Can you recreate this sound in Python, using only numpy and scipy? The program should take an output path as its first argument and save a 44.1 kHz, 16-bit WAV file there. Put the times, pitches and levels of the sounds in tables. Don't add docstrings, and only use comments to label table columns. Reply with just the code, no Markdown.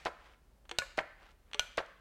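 import sys
import numpy as np
from scipy import signal
from scipy.fft import rfft, irfft, next_fast_len
from scipy.io import wavfile
from scipy.ndimage import uniform_filter1d

SR = 44100
rng = np.random.default_rng(int(sys.argv[2]) if len(sys.argv) > 2 else 0)


def dump(signal):
    limited = np.clip(np.atleast_2d(signal).T, -1, 1)
    pcm = np.round(limited * 32767).astype(np.int16)
    wavfile.write(sys.argv[1], SR, pcm)


N = 88244

# (time [s], crack level [dB], clack level [dB], ring level [dB], crack decay [s])
CLOSURES = [(0.7860, -30, -30, -32.5, 0.0031), (1.5947, -31.5, -28, -35.5, 0.00061)]
# (frequency [Hz], gain [dB])
CRACK_SPECTRA = [
    [(40, 3), (150, -1), (300, -3), (650, 4.5), (1100, -1.5), (2000, -2), (2750, 4), (3950, -7),
     (4900, 0.5), (7600, -1.5), (9300, -15.5), (12500, -17.5), (16000, -36)],
    [(40, 6), (150, -6.5), (350, -11), (600, 4.5), (1100, -3.5), (1800, -1.5), (2900, -1), (3900, 1),
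     (5000, -4.5), (6400, 1), (9300, -16), (12500, -18), (16000, -40)],
]
# (frequency [Hz], gain [dB], T60 [s])
JAW_MODES = [
    [(2516, -14, 0.066), (2774, -2, 0.018), (3745, -2, 0.019), (4140, 4, 0.0075), (6100, -9.5, .025),
     (7000, -9.5, 0.004), (8350, -4.5, 0.0083)],
    [(2340, 5.5, 0.019), (2780, -18, 0.033), (2850, 2.5, 0.042), (3190, 12, 0.012), (4100, -21, .016),
     (5950, 4.5, 0.024), (8550, -8, 0.02)],
]
# (frequency [Hz], gain [dB], T60 [s])
HANDLE_MODES = [(1461, -1.5, .165), (1755, -17, .17), (2070, -20, .12), (2400, -18, .1), (2666, -13, .08),
                (2870, -17, .08), (4160, -12, .11), (5325, -24, .1), (5970, -17, .06), (6480, -24, .1),
                (7830, -27, .1), (8680, -29, .12)]
def jaw_snaps():
    cracks, clacks, handles = np.zeros((3, N))
    for closure, spectrum, modes in zip(CLOSURES, CRACK_SPECTRA, JAW_MODES):
        s, crack_db, clack_db, ring_db, decay = closure
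        add(cracks, s, blow(colour(burst(0.00015, decay), spectrum), crack_db))
        add(clacks, s, blow(ring(modes), clack_db))
        add(handles, s, blow(ring(HANDLE_MODES), ring_db))
    return cracks, clacks, handles


# (time [s], level [dB])
SETTLING_KNOCKS = [(0.8190, -38)]
# (frequency [Hz], gain [dB], T60 [s])
SETTLING_MODES = [(548, -11, 0.12), (1090, -6.5, 0.065), (1440, 16, 0.0067), (1730, -2, 0.062),
                  (2300, 6.5, 0.019)]
def punch_settling():
    out = np.zeros(N)
    for s, db in SETTLING_KNOCKS:
        add(out, s, blow(ring(SETTLING_MODES, contact_s=0.0017), db))
    return out


# (time [s], level [dB], decay [s], centre [Hz], bandwidth [Hz])
FRACTURES = [(0.6527, -65, 0.0065, 1070, 1710), (0.6929, -49, 0.0054, 2400, 6060),
             (0.7124, -40, 0.0036, 2400, 3930), (1.5137, -60, 0.0028, 1425, 1820),
             (1.5326, -42, 0.0034, 2700, 2140), (1.5442, -40, 0.0031, 3060, 2580)]
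# (frequency [Hz], gain [dB])
JAW_RESPONSE = [(300, 3.5), (1500, 0), (2300, -3), (2850, 1), (3450, 2), (3800, -7), (4250, -0.5),
                (5000, -17), (6000, -5), (7400, -13), (8400, -5.5), (9500, -21.5), (15000, -26)]
# (time [s], level [dB], frequency [Hz], T60 [s])
HINGE_TINKS = [(0.6939, -60, 6630, 0.019), (1.545, -56.5, 5950, 0.017)]
def cutting():
    out = np.zeros(N)
    for s, db, decay, hz, width_hz in FRACTURES:
        crack = resonate(burst(0.00022, decay), hz, width_hz)
        add(out, s, blow(colour(crack, JAW_RESPONSE), db))
    for s, db, hz, t60 in HINGE_TINKS:
        add(out, s, blow(ring([(hz, 0, t60)]), db))
    return out


# (time [s], tick level [dB], pop gain [dB], pitch [Hz], rebound delay [s], rebound [dB re pop])
SHEET_RELEASES = [(0.057, -47, -36, 750, 0.012, -4.5), (0.9798, -47.5, -34, 630, .0066, -2),
                  (1.7784, -46.5, -33.5, 565, 0.01, -9)]
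# (delay after pop [s], level [dB], rise [s], decay [s], centre [Hz], bandwidth [Hz])
PIN_DRAGS = [(0.00129, -35, 0.0038, 0.01, 1890, 2650), (0.0069, -30, 0.0021, .0043, 1850, 570),
             (0.001217, -30.5, 0.00092, 0.011, 1500, 2070)]
def releasing(tick_lead_s=.0058, settle_s=.024, settle_db=-9, rebound_ratio=1.255):
    out = np.zeros(N)
    for release, (delay, drag_db, *drag_shape) in zip(SHEET_RELEASES, PIN_DRAGS):
        s, tick_db, db, hz, rebound_s, rebound_db = release
        add(out, s - tick_lead_s, blow(tick(decay=0.002), tick_db))
        add(out, s, undb(db) * pop(hz))
        for after_s, swing_db in ((rebound_s, rebound_db), (settle_s, settle_db)):
            add(out, s + after_s, undb(db + swing_db) * pop(hz * rebound_ratio))
        add(out, s + delay, blow(rub(*drag_shape), drag_db))
    return out


# (frequency [Hz], gain [dB])
FLUTTER_SPECTRUM = [(60, -4), (150, -12), (300, -9), (450, 2), (850, 3.5), (1400, -10.5), (3000, -17.5),
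                    (8000, -63)]
def pop(hz):
    swing = band(ring([(hz, 0, .006)]), low_hz=306, high_hz=2206)
    flutter = colour(burst(0.0013, 0.00714), FLUTTER_SPECTRUM)
    fibres = band(crackle(decay=0.0087), low_hz=2495, high_hz=7400)
    hole_edge = rub(rise=0.00052, decay=0.0034, hz=1770, width_hz=1320)
    return blow(swing, 0)[:len(flutter)] + blow(flutter, 0) + blow(fibres, -22) + blow(hole_edge, -6)


def crackle(decay, spread_db=7):
    x = burst(0.0042, decay)
    return x * undb(spread_db * np.clip(rng.standard_normal(len(x)), -2, 2))


# (frequency [Hz], gain [dB])
FRICTION_SPECTRUM = [(120, -3.5), (400, 11.5), (2000, 2.5), (4500, -2.5), (8000, -20), (15000, -26.5)]
def rub(rise, decay, hz, width_hz):
    return colour(resonate(burst(rise, decay), hz, width_hz), FRICTION_SPECTRUM)


# (time [s], level [dB], lowest mode [Hz], position [0-1])
SHEET_BLOWS = [(0.7148, -47, 346.4, 0.6), (1.5461, -46, 416.5, 0.39)]
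# (frequency ratio to the lowest, gain [dB], T60 [s])
SHEET_MODES = [(1, 2.5, 0.24), (1.39, 7, 0.14), (2.1, 6, 0.076), (2.8, 7.5, 0.066)]
def sheet_twangs():
    out = np.zeros(N)
    for s, db, hz, position in SHEET_BLOWS:
        sheet = sum(np.sin(np.pi * k * position) * ring([(hz * ratio, mode_db, t60)])
                    for k, (ratio, mode_db, t60) in enumerate(SHEET_MODES, 1))
        add(out, s, blow(band(sheet, low_hz=258, high_hz=3030), db))
    return out


def pin_entry(re_twang_db=-4.5):
    out = np.zeros(N)
    for s, db, _, _ in SHEET_BLOWS:
        add(out, s, blow(rub(rise=0.00045, decay=0.0038, hz=780, width_hz=1300), db + re_twang_db))
    return out


# (time [s], level [dB], duration [s], fall as it slows [dB/s])
PAPER_SLIDES = [(0.185, -57, .16, 78), (1.179, -62, 0.13, 25), (1.453, -76.5, 0.12, -2),
                (1.813, -62.5, 0.092, 94.5)]
# (frequency [Hz], gain [dB])
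PAPER_SPECTRUM = [(120, -46), (200, -22.5), (328, -7), (360, -11), (569, 0.5), (623, -9), (696, -1.5),
                  (1450, -4), (3070, -8.5), (16000, -43)]
def sliding(grain_db=3, grain_samples=44, slip_db=2.0, held_db=-84, attack_s=0.023, release_s=0.012):
    noise = rng.standard_normal(N)
    strength = np.repeat(rng.standard_normal(N // grain_samples + 1), grain_samples)[:N]
    grains = noise * undb(grain_db * strength)
    slips = uniform_filter1d(rng.standard_normal(N), size=700)
    hiss = colour(grains * undb(slip_db * slips / np.std(slips)), PAPER_SPECTRUM)
    motion = np.full(N, undb(held_db))
    t = clock(1)
    for s, db, duration, slowing in PAPER_SLIDES:
        swell = 1 - np.exp(-t / attack_s)
        stop = np.exp(-np.maximum(t - duration, 0) / release_s)
        add(motion, s, undb(db - slowing * t) * swell * stop)
    return hiss / np.std(hiss) * motion


# (time [s], level [dB])
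EDGE_CONTACTS = [(1.307, -74.5), (1.315, -73), (1.861, -67.5)]
def edge_ticks():
    out = np.zeros(N)
    for s, db in EDGE_CONTACTS:
        add(out, s, blow(tick(decay=0.00193), db))
    return out


def tick(decay):
    return band(resonate(burst(0.0032, decay), hz=3150, width_hz=5900), low_hz=584, high_hz=6900)


# (frequency [Hz], gain [dB], T60 [s])
REVERB_BANDS = [(100, 8, 0.15), (416, 0.5, 0.35), (900, -4, 0.65), (1370, 4, 0.62), (1900, -1, 0.66),
                (3560, -8, 0.92), (6500, -6, 0.56), (14000, 3.5, 0.28)]
def room(x, tail_db=-12, build_s=0.0015, table_s=0.011, table_db=-21):
    t = clock(.8)
    noise, hz = rfft(rng.standard_normal(len(t))), np.fft.rfftfreq(len(t), 1 / SR)
    points, dbs, t60s = np.transpose(REVERB_BANDS)
    response = 0
    for low in 40 * 2 ** np.arange(0, 9, .5):
        high = low * np.sqrt(2)
        centre = np.sqrt(low * high)
        part = irfft(noise * ((hz >= low) & (hz < high)), len(t))
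        decay = undb(-60 * t / along(centre, points, t60s))
        response = response + part * undb(along(centre, points, dbs)) * decay
    response *= 1 - np.exp(-(t / build_s) ** 2)
    response *= undb(tail_db) / np.sqrt(np.sum(response ** 2))
    response[int(table_s * SR)] += undb(table_db)
    return signal.fftconvolve(x, response)[:N]


def lingering(db=-58, t60_s=0.72):
    spectrum = [(200, -3.5), (900, -2.5), (2200, 2), (4200, -7), (8000, -16), (12000, -33)]  # [Hz], [dB]
    x = colour(rng.standard_normal(N), spectrum)
    return x / np.std(x) * undb(db - 60 * np.arange(N) / SR / t60_s)


# (frequency [Hz], gain [dB])
VENTILATION_SPECTRUM = [(15, -29), (35, 1), (60, -2.5), (85, -14), (130, -17.5), (300, -22.5), (550, -24),
                        (1000, -30.5), (2500, -40.5), (5000, -42), (16000, -46.5)]
def ventilation(db=-64):
    x = colour(rng.standard_normal(N), VENTILATION_SPECTRUM)
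    return x / np.std(x) * undb(db)


def burst(rise, decay):
    t = clock(.1)
    envelope = (1 - np.exp(-t / rise)) * np.exp(-t / decay)
    x = rng.standard_normal(len(t))
    for _ in range(2):
        phase = np.angle(rfft(x * envelope))
        x = irfft(np.exp(1j * phase), len(t)) / (envelope + envelope.max() / 10)
    return x * envelope


def ring(modes, contact_s=0.0001):
    t = clock(.5)
    swing = sum((-1) ** k * undb(db - 60 * t / t60) * np.sin(2 * np.pi * hz * t)
                for k, (hz, db, t60) in enumerate(modes))
    return swing * (1 - np.exp(-t / contact_s))


def resonate(x, hz, width_hz):
    return signal.lfilter(*signal.iirpeak(hz, hz / width_hz, fs=SR), x)


def band(x, low_hz, high_hz):
    return signal.sosfilt(signal.butter(2, [low_hz, high_hz], "band", fs=SR, output="sos"), x)


def colour(x, spectrum):
    size = next_fast_len(2 * len(x)) * 2
    gain = undb(along(np.fft.rfftfreq(size, 1 / SR), *np.transpose(spectrum)))
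    cepstrum = irfft(np.log(gain))
    cepstrum[1:size // 2] *= 2
    cepstrum[size // 2 + 1:] = 0
    return irfft(rfft(x, size) * np.exp(rfft(cepstrum)))[:len(x)]


def along(hz, points, values):
    return np.interp(np.log(hz + 1), np.log(points), values)


def blow(x, db):
    return x * undb(db) * np.sqrt(.01 * SR / np.sum(x ** 2))


def add(track, s, x):
    start = max(int(s * SR), 0)
    track[start:start + len(x)] += x[:N - start]


def undb(db):
    return 10 ** (np.asarray(db) / 20)


def clock(seconds):
    return np.arange(int(seconds * SR)) / SR


def scene():
    cuts = cutting()
    cracks, clacks, handles = jaw_snaps()
    steel = cuts + cracks + clacks
    handling = releasing() + pin_entry() + edge_ticks() + sliding()
    rings = sheet_twangs() + handles + punch_settling()
    bright = resonate(steel, hz=2100, width_hz=130)
    walls = room(cuts + undb(3) * bright + undb(1) * cracks + undb(-3.5) * clacks
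                 + undb(-2) * handling + undb(-6) * rings)
    return (steel + handling + rings + walls + lingering() + ventilation())[None]


def record(dry, cutoff_hz=16200):
    return signal.sosfilt(signal.ellip(8, .2, 70, cutoff_hz, fs=SR, output="sos"), dry)


dry = scene()
out = record(dry)
dump(out)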